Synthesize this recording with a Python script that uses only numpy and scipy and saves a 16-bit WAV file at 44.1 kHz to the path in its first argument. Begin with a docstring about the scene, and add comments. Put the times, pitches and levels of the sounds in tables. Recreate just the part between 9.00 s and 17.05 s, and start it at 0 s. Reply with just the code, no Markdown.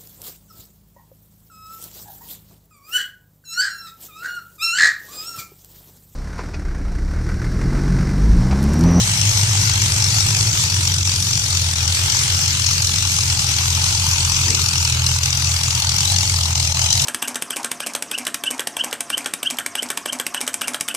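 """An old eight-cylinder car with open pipes idles and creeps over a lawn, some metres from a walking phone.
From the start each firing booms in the pipes, spits a puff of gas and rings the metal; uneven cylinders
make it lope. Fan and intake hiss underneath, coloured differently by each microphone port, in a faint
breeze. The rasp sings briefly at 0.6 s and twice later. From 1 s some puffs crack; from 2 s the idle
sags and stumbles now and then. A soft step lands in the grass at 5.5 s, and the cracks crowd to the end."""
import sys
import numpy as np
from scipy import signal
from scipy.fft import rfft, irfft, next_fast_len
from scipy.io import wavfile
from scipy.ndimage import uniform_filter1d

SR = 44100
rng = np.random.default_rng(int(sys.argv[2]) if len(sys.argv) > 2 else 0)


def bounce(signal):
    """Save signal as a 16-bit WAV file at the path given by the first command-line argument."""
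    frames = np.transpose(np.atleast_2d(signal))
    limited = np.clip(frames, -1, 1)
    pcm = np.round(limited * 32767).astype(np.int16)
    wavfile.write(sys.argv[1], SR, pcm)


N = 355005
T = np.arange(N) / SR
SIZE = next_fast_len(N)
HZ = np.fft.rfftfreq(SIZE, 1 / SR) + 1e-3
STEP, LEFT_LAG = 8, 8  # samples: between envelope points, of delay to the left port
IDLE_PER_S = 44  # firings per s at plain idle

# cylinder strengths in firing order: boom/dB, puff/dB
CYLINDERS = [(-4, 4), (-2, 6.5), (-1.5, 3), (-2, 6.5), (-1, 6), (-2.5, 4.5), (-3, 6), (-1.5, 3.5)]
# the sharpest puffs: t/s, relative level/dB, centre of the spit/Hz
CRACKS = [(1.042, -7, 5530), (1.53, -9, 6300), (1.701, -8, 5470), (1.8746, -6, 6350), (1.941, -6, 5770),
          (1.984, -6.5, 4980), (2.0298, -9, 4910), (2.052, -5, 3930), (2.395, -8, 6070),
          (2.7582, -3.5, 5450), (2.878, -6, 6600), (2.9233, -6, 4770), (2.948, -5, 6020),
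          (3.0995, -6.5, 6080), (3.1214, -6, 6660), (3.4795, -6, 6070), (3.6643, -3.5, 6000),
          (3.822, -3.5, 6170), (3.846, -5.5, 5850), (4.025, -4, 6540), (4.208, -7, 6330),
          (4.393, -3.5, 3500), (4.4675, -8, 5580), (4.565, -7.5, 5000), (4.703, -6.5, 4500),
          (4.75, -8, 5000), (4.9256, -7, 5030), (4.95, -7, 6070), (5.25, -6, 5750), (5.3193, -4.5, 5890),
          (5.504, -3, 6550), (5.5485, -3, 5630), (5.6613, -5.5, 5070), (5.687, -4, 5900),
          (5.8032, -11, 6340), (5.851, -3, 5770), (5.8755, -7, 5930), (5.924, -6, 5410), (6.0656, -2, 5150),
          (6.187, -5, 5110), (6.2334, -2.5, 5340), (6.258, -4, 5870), (6.329, -5.5, 4560),
          (6.3733, -6, 6170), (6.445, -7, 6300), (6.635, -2, 4240), (6.7063, -5, 5300), (6.751, -4.5, 6970),
          (6.8216, -2.5, 5110), (6.87, -6, 5440), (6.8933, -2, 5460), (6.985, -2.5, 5590),
          (7.006, -3, 5800), (7.0748, -9, 5610), (7.1626, -0.5, 4050), (7.185, -2, 5990),
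          (7.3615, -7, 5720), (7.434, -6.5, 4970), (7.5544, -2, 4470), (7.6001, -3, 6540),
          (7.6271, -8, 5680), (7.746, -6, 5520), (7.8167, -4, 5640), (7.905, -3, 6150),
          (7.9276, -1.5, 5870), (7.997, -5, 5020)]


def undb(db):
    """Gain of a level in dB."""
    return 10 ** (np.asarray(db) / 20)


def unit(x):
    """Scaled to rms 1."""
    return x / np.sqrt(np.mean(x ** 2))


def over_hz(table, hz, column=1):
    """A table read along log frequency."""
    table = np.array(table)
    return np.interp(np.log(hz), np.log(table[:, 0]), table[:, column])


def curves(table):
    """Every column of a table, joined by straight lines in time."""
    s, *columns = np.transpose(table)
    return [np.interp(T, s, c) for c in columns]


def bell(hz, centre_hz, octaves):
    """A bell curve over log frequency, 1 at its centre."""
    return np.exp(-(np.log2(hz / centre_hz) / octaves) ** 2)


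def walk(rate):
    """Smooth random drift of spread 1, rate moves per s, one point each STEP."""
    hold, n = int(SR / STEP / rate), len(T[::STEP])
    held = np.repeat(rng.standard_normal(n // hold + 1), hold)
    drift = uniform_filter1d(uniform_filter1d(held, hold), hold)[:n]
    return (drift - drift.mean()) / drift.std()


def slow(rate):
    """A walk drawn out to every sample."""
    return np.interp(T, T[::STEP], walk(rate))


def noise():
    """Spectrum of white noise."""
    return rfft(rng.standard_normal(SIZE))


def swells(table, span):
    """Short swells of noise in a band from hz / span to hz * span."""
    out = 0
    for s, db, hz, length in table:
        bandpass = signal.butter(3, [hz / span, hz * span], "band", fs=SR, output="sos")
        band = unit(signal.sosfilt(bandpass, rng.standard_normal(N)))
        out = out + band * undb(db) * np.exp(-2 * ((T - s) / length) ** 2)
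    return out


def load_db(rate, idle_db, per_rate, per_pull):
    """A level that rises with engine speed and with pull, its acceleration over 0.94 s."""
    pull = uniform_filter1d(np.gradient(rate) * SR, int(0.94 * SR))
    return idle_db + per_rate * (rate - IDLE_PER_S) + per_pull * pull


def pipe_tones(count, rate, rumble_db):
    """The even part of the firings hums as a stack of tones tied to the firing rate."""
    # the strongest tone, at twice the firing rate: t/s, level/dB
    octave = [(0, -31), (.25, -23.5), (.6, -20.5), (1.05, -26), (1.4, -25.5), (1.55, -26), (1.8, -21.5),
              (2.35, -27.5), (2.6, -23), (3.06, -23), (3.12, -32), (3.18, -25.5), (4.38, -25.5),
              (4.46, -29.5), (4.68, -23.5), (5.3, -23.5), (5.58, -25.5), (6.05, -22), (6.4, -26),
              (6.52, -22.5), (6.75, -29.5), (7.11, -22.5), (7.6, -22.5), (8.05, -27.5)]
    octave_db, = curves(octave)
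    turn = 2 * np.pi * count
    root_db = load_db(rate, -43.5, 0.65, .05) + 2.2 * slow(9)
    tones = undb(root_db) * np.cos(turn + 0.19 * slow(6.6)) - undb(octave_db) * np.cos(2 * turn)
    # the third partial wavers, and fades as it climbs out of the pipe resonance
    third_db = rumble_db - 5.5 - 2.5 * (rate - IDLE_PER_S) + 2.24 * slow(7)
    tones -= undb(third_db) * np.cos(3 * turn + 1.03 * slow(5.5))
    # the two banks beat at high idle: a close pair just above the octave
    lope_db = np.clip(-29 + 18 * (rate - 48.3), -49, -29)
    tones += undb(lope_db) * (np.cos(9 / 4 * turn) + .6 * np.cos(19 / 8 * turn))
    tones += undb(rumble_db - 24.5) * np.cos(13 / 8 * turn)  # undertone
    return np.sqrt(2) * tones


def pipe_rumble(count, memory=0.48, smear_s_per_hz=.001, even_s=.09):
    """Uneven firings kick the pipe resonance; each cylinder carries some strength to its next turn."""
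    # pipe resonance: f/Hz, gain/dB
    resonance = [(50, -10), (65, -7), (80, 5.5), (95, 8), (115, 8.5), (140, 3.5), (170, -3), (220, -13.5),
                 (300, -51)]
    at = np.flatnonzero(np.diff(np.floor(count)))
    chance = rng.standard_normal((len(at) // 8 + 1, 8))
    uneven = unit(signal.lfilter([1], [1, -memory], chance, axis=0).ravel()[:len(at)])
    cylinder_db = np.array(CYLINDERS)[(1 + np.arange(len(at))) % 8, 0]
    strength = undb(cylinder_db + 1.4 * np.clip(uneven, -1.6, 1.6))
    kicks = np.zeros(N)
    kicks[at] = strength - strength.mean()
    drive = unit(kicks) + undb(-5) * rng.standard_normal(N)  # gas sloshes between kicks
    smear = np.exp(1j * np.pi * smear_s_per_hz * np.clip(200 - HZ, 0, None) ** 2)  # lows leave later
    response = undb(over_hz(resonance, HZ)) * smear * (HZ > 40)
    rumble = unit(irfft(rfft(drive, SIZE) * response, SIZE)[:N])
    # back pressure evens the level
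    window = int(even_s * SR)
    power = uniform_filter1d(uniform_filter1d(rumble ** 2, window), window)
    return unit(rumble / np.sqrt(.15 + power))


def puffs(count, rate, size_db, late_s, width_s=0.0015, tail_s=0.0063):
    """Power of the gas burst around every firing, with a short tail after it."""
    firing = np.round(count).astype(int)
    since = (count - firing) / rate - late_s[firing]
    burst = undb(2 * size_db[firing]) * np.exp(-.5 * (since / width_s) ** 2)
    decay = np.exp(-STEP / (tail_s * SR))
    return burst + 0.13 * signal.lfilter([1 - decay], [1, -decay], burst)


def port_noise():
    """Left and right spectra of the gas noise: partly shared, coloured by each microphone port."""
    # port colour: f/Hz, left/dB, right/dB
    colour = [(165, -73, -79), (270, -65.5, -68), (470, -67, -75.5), (653, -73.5, -63), (897, -61, -59.5),
              (985, -61.5, -64), (1430, -60.5, -61.5), (1930, -61.5, -64), (2810, -53.5, -57.5),
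              (3060, -56, -60), (4540, -53, -58.5), (6050, -47.5, -57), (7680, -59, -53),
              (9690, -69.5, -62), (13300, -79.5, -68.5), (15600, -128, -81.5)]
    # likeness of the ports: f/Hz, share of power in common
    likeness = [(200, 1), (450, 0.85), (600, 0.51), (900, 1), (1300, 0.72), (2500, 0.23), (5000, 0.28),
                (8000, 0.015)]
    alike = over_hz(likeness, HZ)
    lag = np.exp(-2j * np.pi * HZ * LEFT_LAG / SR)
    shared = noise()
    pair = np.sqrt(alike) * np.array([shared * lag, shared])
    pair += np.sqrt(1 - alike) * np.array([noise(), noise()])
    return pair * undb([over_hz(colour, HZ, 1), over_hz(colour, HZ, 2)]) * (HZ > 150)


def gas(count, rate, hiss_db, puff_db, band_octaves=.28):
    """Every firing spits with its own strength and colour over the wavering hiss of fan and intake."""
    # puff colour against the hiss: f/Hz, level/dB
    puff_colour = [(200, -27), (500, -16), (900, 0), (1500, -8.5), (5000, -6.5), (12000, -8)]
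    # four bands swell and sink: t/s, drone/dB, hollow/dB, rasp/dB, buzz/dB
    band_rides = [(0, 4.5, 4.5, -1.5, 3), (1.25, 8, 1.5, -2, 2), (2.2, 3, -1.5, -4.5, -3),
                  (3.2, 1, 4, -3, 1), (3.8, 0.5, 0.5, -8, -2), (4.3, 1, 0.5, -1, -2),
                  (5.2, 3.5, -5, 3.5, -1.2), (5.8, 2, -1, -2.5, -1.7), (6.9, -4, 2.5, -2.5, -1.5),
                  (7.3, 1, 3, 0, -3.5), (8.05, -3, 2.5, 2, -3)]
    rides_db = curves(band_rides) + [load_db(rate, -0.69, 0.46, 0.027)]  # the fifth is the sizzle
    rides = list(zip(rides_db, (350, 615, 810, 1550, 9000), (0.49, 0.42, 0.42, 1.0, 0.92)))
    firings = int(count[-1]) + 2
    force, timing = np.clip(rng.standard_normal((firings, 2)).T, -2.5, 0.4)
    strength_db = np.array(CYLINDERS)[np.arange(firings) % 8, 1] + 3.4 * force
    late_s = -.001 + 0.00084 * timing
    scatter_db = np.full(firings, 4.2)
    # each crack takes over a nearby firing
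    crack_s, crack_db, spit_hz = np.transpose(CRACKS)
    place = np.interp(crack_s, T, count)
    cracked = np.round(place + .06).astype(int)
    strength_db[cracked] = crack_db - np.interp(crack_s, T, hiss_db + puff_db) - 5.5
    late_s[cracked] = (place - cracked) / np.interp(crack_s, T, rate) + .001
    scatter_db[cracked] = 1.2  # a crack is sharp in every band
    pair = port_noise()
    out, waver, lull = 0, walk(9), crack_lulls()
    for centre in 170 * 2 ** np.arange(0, 6.7, band_octaves):
        band = np.cos(np.pi / 2 * np.clip(np.log2(HZ / centre) / band_octaves, -1, 1)) ** 2
        colour_db = scatter_db * np.clip(rng.standard_normal(firings), -2, 1.2)
        colour_db += over_hz(puff_colour, centre)
        colour_db[cracked] += 5.5 * bell(centre, spit_hz, octaves=0.8)
        hiss = lull * undb(2 * (0.31 * waver + 1.8 * walk(24)))
        bursts = puffs(count[::STEP], rate[::STEP], strength_db + colour_db, late_s)
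        power = hiss + undb(2 * puff_db[::STEP]) * bursts
        # the load sets the slow level, so only the quick beat is kept
        beat = np.sqrt(power / uniform_filter1d(power, SR // STEP // 3))
        # echoes from ground and hedge shift as the phone walks: each band drifts
        drift_db = 0.33 * walk(2.58)
        drift_db += sum(db[::STEP] * bell(centre, hz, octaves) for db, hz, octaves in rides)
        # the band flickers differently at each port
        gains = [np.interp(T, T[::STEP], beat * undb(drift_db + 1.15 * walk(30))) for port in pair]
        out = out + irfft(pair * band, SIZE)[:, :N] * gains
    return unit(near_echoes(out)) * undb(hiss_db + 3.5)


def near_echoes(pair):
    """Body and lawn send dulled copies back within a few ms; the lawn's echo comes and goes."""
    # echo off the walker's body: t/s, left delay/ms, right delay/ms
    body_delays = [(0, 0.93, 0.46), (2.2, 0.83, 0.51), (3.5, 0.91, 0.65), (5.0, 0.93, 0.84),
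                   (5.8, 0.667, 0.834), (6.3, 0.81, 1), (8.05, 0.97, 0.95)]
    out = []
    for direct, body_ms in zip(pair, curves(body_delays)):
        dull = signal.sosfilt(signal.butter(2, 8000, fs=SR, output="sos"), direct)
        body = undb(-12) * np.interp(T - body_ms / 1000, T, dull)
        lawn_ms = 1.8 + .25 * slow(5)
        lawn = undb(-11) * np.tanh(slow(12)) * np.interp(T - lawn_ms / 1000, T, dull)
        out.append(direct + body + lawn)
    return np.array(out)


def pipe_rings(count, level_db, pitch_memory=0.533, attack_s=0.0012):
    """Each firing rings the pipe metal briefly, at a pitch and strength of its own."""
    # modes of the metal: f/Hz, relative pitch spread, left/dB, right/dB, t60/s
    modes = [(880.6, 0.049, -18.5, -16, 0.052), (1413, 0.089, -11, -15, 0.02),
             (2830, 0.093, -3, -11, 0.035), (4440, 0.096, 4, -18, 0.025), (5710, 0.088, 4, -26, 0.02),
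             (7170, 0.074, -20, -6, 0.022)]
    out = np.zeros((2, N + 2048))
    age = np.arange(2048 - LEFT_LAG) / SR
    at = np.flatnonzero(np.diff(np.floor(count + 0.0514)))
    for hz, spread, left_db, right_db, t60 in modes:
        detune, force = rng.standard_normal((len(at), 2)).T
        detune = unit(signal.lfilter([1], [1, -pitch_memory], detune))
        strength = undb(level_db[at] + 6.3 * np.clip(force, -2, 1.05))
        envelope = undb(-60 * age / t60) * (1 - np.exp(-age / attack_s))
        for i, pitch_hz, gain in zip(at, hz * (1 + spread * detune), strength):
            ring = gain * envelope * np.sin(2 * np.pi * pitch_hz * age)
            out[0, i + LEFT_LAG:i + LEFT_LAG + len(age)] += undb(left_db) * ring
            out[1, i:i + len(age)] += undb(right_db) * ring
    return out[:, :N]


def breeze():
    """Air on the ports makes a faint low flutter, partly different at each."""
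    # flutter colour: f/Hz, gain/dB
    colour = [(20, 4), (60, 6), (200, -33)]
    pair = noise() + 0.21 * np.array([noise(), noise()])
    flutter = irfft(pair * undb(over_hz(colour, HZ)) * (HZ > 15) * (HZ < 250), SIZE)[:, :N]
    return unit(flutter) * undb(-52 + 2 * slow(2.85))


def singing_rasp():
    """The rasp briefly sings on a narrow metallic note, mostly on the left."""
    # notes: t/s, left rms at the top/dB, f/Hz, length/s
    notes = [(0.64, -20, 5830, 0.05), (1.06, -23, 5560, 0.05), (4.49, -21, 5700, 0.05)]
    return swells(notes, span=1.03) * undb([[0], [-11]])


def crack_lulls(depth=0.39, ahead_s=0.0079, width_s=0.0097):
    """The hiss power ducks for a moment just before each crack."""
    gap = T[::STEP, None] - (np.array(CRACKS)[:, 0] - ahead_s)
    return 1 - depth * np.exp(-.5 * (gap / width_s) ** 2).max(axis=1)


def stumbles(width_s=0.007):
    """Gain that dips briefly wherever the engine stumbles."""
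    # stumbles: t/s, dip/dB
    dips = [(2.042, -4.5), (2.753, -5), (6.201, -5), (6.628, -0.5), (6.814, -2), (7.402, -1.5), (7.543, -4),
            (7.737, -7)]
    return undb(sum(db * np.exp(-.5 * ((T - s) / width_s) ** 2) for s, db in dips))


def footstep():
    """A foot lands in the grass with a soft thump of low noise."""
    # thump: t/s, rms at the top/dB, f/Hz, length/s
    thump = [(5.51, -32, 290, 0.07)]
    return swells(thump, span=1.6)


def scene():
    """One crank drives boom, gas and rings; pipes and step reach both ports nearly alike."""
    # crank speed: t/s, firing rate/Hz
    crank_speed = [(0.0, 50.81), (0.51, 49.87), (0.76, 48.38), (1.09, 49.69), (1.52, 48.34), (1.92, 44.94),
                   (2.35, 47.17), (2.77, 41.54), (3.09, 45.65), (3.61, 43.52), (4.08, 44.51), (4.54, 41.62),
                   (4.88, 44.78), (5.21, 42.74), (5.54, 44.24), (5.94, 41.59), (6.55, 42.56), (6.83, 42.43),
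                   (6.9, 42.2), (7.0, 44.6), (7.28, 45.8), (7.42, 41.8), (7.78, 41.8), (7.95, 45),
                   (8.05, 45.72)]
    # puffs stand out as the phone nears and when the engine sags: t/s, hiss/dB, puffs over hiss/dB
    gas_levels = [(0, -23.5, 2.5), (1.2, -22.5, 4.5), (2.3, -22.5, 5), (2.75, -22.5, 4.5), (3.15, -21, 3),
                  (3.9, -21.5, 5), (5.0, -21, 3.5), (5.5, -21, 5), (5.8, -21.5, 7), (6.4, -22, 4.5),
                  (7.15, -20.5, 6.5), (7.4, -22.5, 6), (8.05, -20.5, 6.5)]
    rate, = curves(crank_speed)
    hiss_db, puff_db = curves(gas_levels)
    count = .07 + np.cumsum(rate) / SR  # firings so far
    rumble_db = load_db(rate, -27.5, 0.65, 0.045)
    boom = pipe_tones(count, rate, rumble_db) + undb(rumble_db) * pipe_rumble(count)
    sway = undb(.28 * slow(3.8) * np.array([[1], [-1]]))  # the swaying phone tips the boom left and right
    engine = boom * sway + gas(count, rate, hiss_db, puff_db) + pipe_rings(count, hiss_db + puff_db)
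    return engine * stumbles() + footstep() + breeze() + singing_rasp()


def record(dry):
    """The phone rounds the loudest peaks and cuts the top."""
    lowpass = signal.ellip(12, .2, 98, 15300, fs=SR, output="sos")
    return signal.sosfilt(lowpass, np.tanh(1.1 * dry) / 1.1)


dry = scene()
out = record(dry)
bounce(out)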